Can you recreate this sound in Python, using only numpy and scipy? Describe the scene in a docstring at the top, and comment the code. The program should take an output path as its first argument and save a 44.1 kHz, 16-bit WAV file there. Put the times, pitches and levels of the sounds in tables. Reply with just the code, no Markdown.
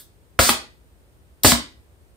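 """A hand-held air cylinder pulls in and shoots out again, close by in a small room.
Over a low rumble the last of an earlier exhaust hiss fades; then the solenoid valve opens with a pop (damped
pulse and dark puff), exhaust air hisses (filtered noise) and the piston slams into its end cap in two quick
blows (knock, crack and ringing modes). A louder spurt of air, a second pop, hiss and a single slam follow.
Pops and slams also set off low booms, and the room answers the near sounds with a tail of decaying noise."""
import sys
import numpy as np
from scipy import signal
from scipy.fft import rfft, irfft
from scipy.io import wavfile
from scipy.ndimage import uniform_filter1d

SR = 44100
rng = np.random.default_rng(int(sys.argv[2]) if len(sys.argv) > 2 else 0)


def materialize(psi):
    """Save the field psi as 16-bit PCM at rate SR to the path in sys.argv[1].

    A 1-D psi becomes a single channel; in a 2-D psi each row is a channel.
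    """
    bounded = np.clip(np.atleast_2d(psi).T, -1, 1)
    quanta = np.round(bounded * 32767).astype(np.int16)
    wavfile.write(sys.argv[1], SR, quanta)


N = 95476

# Valve openings; levels are relative within each layer. Each row: start in seconds, pop level in dB,
# pop pitch in Hz, boom level in dB, hiss level in dB, hiss sag in dB per second, exhaust length in seconds.
VALVE_OPENINGS = [(0.3909, 1, 880, 2.5, -15.5, 15, 0.12), (1.4464, 5.5, 464.5, 5, -9, 76, .075)]
# Blows of the piston on its end cap; levels are relative within each layer. Each row: start in seconds,
# crack level in dB, crack decay in seconds, knock level in dB, ring level in dB,
# frequency near which modes ring best in Hz, thud level in dB.
PISTON_BLOWS = [(0.4907, -6, .0015, -6.5, -5.5, 3200, -9.5), (0.4931, -1, .003, -4, -0.5, 3330, -4.5),
                (1.5198, 0.5, 0.0016, -1, 6, 4430, 4.5)]


def undb(db):
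    """Amplitude gain from decibels: twenty decibels per factor of ten."""
    return 10 ** (np.asarray(db) / 20)


def curve(points, hz):
    """Piecewise-linear interpolation along a logarithmic frequency axis."""
    f, v = np.array(points, float).T
    return np.interp(np.log(np.maximum(hz, 1)), np.log(f), v)


def bins(size):
    """Frequencies in Hz of the discrete Fourier transform of a real signal."""
    return np.fft.rfftfreq(size, 1 / SR)


def colour(x, points, size=4096):
    """Minimum-phase filtering: folding the cepstrum makes the wanted spectrum causal."""
    cepstrum = irfft(np.log(undb(curve(points, bins(size)))))
    cepstrum[1:size // 2] *= 2
    cepstrum[size // 2 + 1:] = 0
    impulse_response = irfft(np.exp(rfft(cepstrum)))
    return signal.fftconvolve(x, impulse_response)[:N]


def since(start):
    """Elapsed time in seconds from an onset, held at zero before it."""
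    return np.maximum(np.arange(N) / SR - start, 0)


def burst(start, decay_s):
    """Impulsive turbulence: white noise with an abrupt onset and exponential decay."""
    t = since(start)
    return (t > 0) * np.exp(-t / decay_s) * rng.standard_normal(N)


def pulse(start, hz, decay_s):
    """Damped oscillation: a sinusoidal pressure pulse under exponential decay."""
    t = since(start)
    return np.sin(2 * np.pi * hz * t) * np.exp(-t / decay_s)


def ring(start, modes, rise_s, spread=0):
    """Modal superposition: damped sinusoids of random phase, the channels apart by the spread in radians."""
    t = since(start)
    sides = np.array([[1], [-1]]) * spread / 2 if spread else 0
    total = 0
    for hz, db, t60 in modes:
        decay = np.exp(-np.log(1000) * t / t60)  # 60 dB down after t60
        phase = 2 * np.pi * (hz * t + rng.random()) + sides * rng.choice([-1, 1])
        total = total + undb(db) * decay * np.sin(phase)
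    return (1 - np.exp(-t / rise_s)) * total


def diffuse():
    """Diffuse-field coherence: spectra of two noises whose correlation varies with frequency."""
    # Each row: frequency in Hz, correlation between the channels (1 is identical).
    likeness = [(60, 0.55), (250, 0.57), (600, 0.65), (1200, -0.059), (2500, -.25), (5000, 0.083),
                (7000, -0.39), (8600, 1), (10000, 0.61), (11400, 1), (12700, 0.44), (14000, 1)]
    alike = np.clip(curve(likeness, bins(N)), -1, 1)
    mid, side = rfft(rng.standard_normal((2, N)))
    signs = np.array([[1], [-1]])
    return (mid * np.sqrt(1 + alike) + side * np.sqrt(1 - alike) * signs) / np.sqrt(2)


def rumble():
    """Stationary diffuse background: low steady noise of the house with a faint hiss."""
    # Each row: frequency in Hz, relative level in dB.
    rumble_spectrum = [(20, -7.5), (38, -0.5), (58, 13.5), (80, 7), (130, -2), (220, -9.5), (400, -7.5),
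                       (800, -17), (2000, -22.5), (6300, -31), (8500, -27.5), (11500, -29), (15000, -31.5)]
    overall_db = -37
    return irfft(diffuse() * undb(overall_db + curve(rumble_spectrum, bins(N))), N)


def spurts():
    """Decaying jet noise: the fading end of an earlier hiss, then an escape of air at the valve."""
    # Each row: start in seconds, relative level in dB, decay in seconds.
    spurt_events = [(0., -39.5, 0.017), (1.4343, -12, 0.018)]
    # Each row: frequency in Hz, relative level in dB.
    spurt_spectrum = [(60, -26), (250, -6), (600, -14), (1000, -12), (1550, -6.5), (2500, -10), (3800, 2),
                      (6500, -4), (10000, 2), (14500, 4)]
    air = sum(undb(db) * burst(start, decay_s) for start, db, decay_s in spurt_events)
    return colour(air, spurt_spectrum)


def room(x, count=10):
    """Frequency-dependent reverberation: dense reflections from near walls as decaying bands of noise."""
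    # Each row: frequency in Hz, time to fall by 60 dB in seconds.
    reverberation_times = [(80, 0.11), (250, 0.43), (1000, 0.26), (2400, .33), (4400, .31), (8000, 0.24),
                           (14000, 0.16)]
    level_db, gap_s, rise_s = -3, 0.0013, 0.0018
    t, noise, tail = since(gap_s), diffuse(), 0
    centres = np.geomspace(60, 15000, count)  # Hz
    for hz, share in zip(centres, np.eye(count)):
        # Overlapping triangular bands on the logarithmic axis
        band_gain = curve(list(zip(centres, share)), bins(N))
        band = irfft(noise * band_gain, N)
        tail = tail + band * np.exp(-np.log(1000) * t / curve(reverberation_times, hz))
    tail = tail * (1 - np.exp(-t / rise_s))
    tail = tail / np.sqrt(np.sum(tail ** 2) / 2)  # unit mean energy per channel
    return undb(level_db) * signal.fftconvolve(x[None], tail, axes=1)[:, :N]


def valve():
    """Sudden pressure release: the opening port gives one damped pulse and a dark puff of air."""
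    # Each row: frequency in multiples of the pop pitch, relative level in dB.
    puff_spectrum = [(.05, -23), (.12, -11.5), (.3, 7.5), (.8, 11.5), (1.4, 12), (2.1, 5.5), (2.8, 2.5),
                     (6, -7), (25, -16)]
    pop_db, pop_decay_s = 2, 0.0005
    puff_db, puff_decay_s = -5, 0.0054
    out = 0
    for start, db, hz, *_ in VALVE_OPENINGS:
        scaled_spectrum = [(multiple * hz, level) for multiple, level in puff_spectrum]
        puff = colour(burst(start, puff_decay_s), scaled_spectrum)
        out = out + undb(db + pop_db) * pulse(start, hz, pop_decay_s)
        out = out + undb(db + puff_db) * puff
    return out


def exhaust():
    """Turbulent jet noise: exhaust air surges as the port opens, sags with the pressure and shuts off."""
    # Each row: frequency in Hz, relative level in dB.
    hiss_spectrum = [(40, -21), (200, -5.5), (700, -14.5), (1500, -2), (3100, -4.5), (4100, 1.5), (4850, 4),
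                     (5700, -0.5), (7000, 0.5), (8500, .5), (10500, -3.5), (12500, -5.5), (15000, -3.5)]
    attack_s, release_s = 0.0024, 0.0043
    surge_db, surge_s = 5, 0.016  # the jet is strongest just after the port opens
    flutter_db, flutter_s = 0.7, 0.0022  # RMS depth, averaging time
    flow = 0
    for start, _, _, _, db, sag, length in VALVE_OPENINGS:
        t = since(start)
        gate = (1 - np.exp(-t / attack_s)) * np.exp(-since(start + length) / release_s)
        level_db = db + surge_db * np.exp(-t / surge_s) - sag * t
        flow = flow + gate * undb(level_db)
    flutter = uniform_filter1d(rng.standard_normal(N), max(int(flutter_s * SR), 1))
    flutter_gain = undb(flutter_db * flutter / flutter.std())
    return colour(flow * flutter_gain * rng.standard_normal(N), hiss_spectrum)


def booms():
    """Low-frequency resonance: room modes build up after each pop, dull thuds after each slam."""
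    # Low modes of the room. Each row: frequency in Hz, relative level in dB, 60 dB decay in seconds.
    room_modes = [(61.8, -18, .17), (90, -14.5, .13), (175, -22, 0.064), (239.7, -28, 0.45),
                  (410, -22.5, 0.11), (492, -17, 0.068), (635, -20.5, 0.14), (675, -23, 0.076)]
    # Cylinder in the hand. Each row: frequency in Hz, relative level in dB, 60 dB decay in seconds.
    thud_modes = [(64, -25, 0.28), (106, -29.5, 0.16), (170, -21.5, 0.093), (238.7, -15.5, 0.21),
                  (269.9, -25.5, .06), (682, -23, 0.13), (770, -27, 0.048)]
    boom_rise_s, thud_rise_s = 0.0017, 0.004
    spread_rad = 0.6  # between the channels
    out = 0
    for start, _, _, db, *_ in VALVE_OPENINGS:
        out = out + undb(db) * ring(start, room_modes, boom_rise_s, spread_rad)
    for start, *_, db in PISTON_BLOWS:
        out = out + undb(db) * ring(start, thud_modes, thud_rise_s, spread_rad)
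    return out


def piston():
    """Impact excitation: each blow knocks, cracks and rings the metal modes that its end cap favours."""
    # Cylinder body and rod. Each row: frequency in Hz, relative level in dB, 60 dB decay in seconds.
    body_modes = [(1332, -33, .12), (1523, -29.5, .12), (1954, -29, 0.37), (2579, -37, .15),
                  (2945, -34, 0.16), (3391, -42.5, 0.29), (3570, -34.5, 0.057), (3660, -28.5, 0.14),
                  (4339, -32, .14), (4970, -34.5, 0.12), (8576, -31, .13)]
    # Each row: frequency in Hz, relative level in dB.
    crack_spectrum = [(60, -21.5), (300, -1.5), (700, 3), (1400, 3.5), (2400, 1), (3600, 4.5), (4600, -4),
                      (6200, -11.5), (8500, -2), (15000, -8)]
    knock_hz, knock_decay_s = 1330, 0.00071
    ring_rise_s, fall_db_per_octave = 0.002, 8.5
    out = 0
    for start, crack_db, crack_s, knock_db, ring_db, best_hz, _ in PISTON_BLOWS:
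        modes = [(hz, level - fall_db_per_octave * abs(np.log2(hz / best_hz)), t60)
                 for hz, level, t60 in body_modes]
        out = out + undb(crack_db) * colour(burst(start, crack_s), crack_spectrum)
        out = out + undb(knock_db) * pulse(start, knock_hz, knock_decay_s)
        out = out + undb(ring_db) * ring(start, modes, ring_rise_s)
    return out


def scene():
    """Superposition: direct sound of valve, air and piston, plus reverberation, booms and rumble."""
    near = valve() + exhaust() + spurts() + piston()
    return near + room(near) + booms() + rumble()


def record(dry):
    """Two-microphone transduction: phase and level differences, soft saturation and a limited band."""
    # Each row: frequency in Hz, phase lead of the left channel in radians (negative: the right leads).
    port_phase = [(5200, 0), (6000, -3.1), (7000, -4.1), (8300, -6.2), (9300, -6.35), (11350, -9.4),
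                  (13300, -12.5), (14200, -12.65), (16000, -15.6)]
    # Each row: frequency in Hz, surplus of the left channel over the right in dB.
    balance = [(60, -0.5), (130, 2.5), (250, 3), (500, 2), (1000, 0.5), (2200, -1.3), (8000, 0.06)]
    low_cut_hz, top_hz = 45, 15600
    ceiling = 1.1  # amplitude that rounded peaks approach
    hz = bins(2 * N)
    low_cut = signal.butter(2, low_cut_hz, "high", fs=SR, output="sos")
    left, right = rfft(signal.sosfilt(low_cut, dry), 2 * N)
    lean = undb(curve(balance, hz) / 2)  # half the surplus on each side
    lag = np.exp(-1j * np.interp(hz, *np.array(port_phase).T))
    ports = irfft(np.array([left * lean, right * lag / lean]))[:, :N]
    rounded = ceiling * np.tanh(ports / ceiling)
    top_cut = signal.ellip(8, 0.2, 70, top_hz, fs=SR, output="sos")
    return signal.sosfilt(top_cut, rounded)


dry = scene()
out = record(dry)
materialize(out)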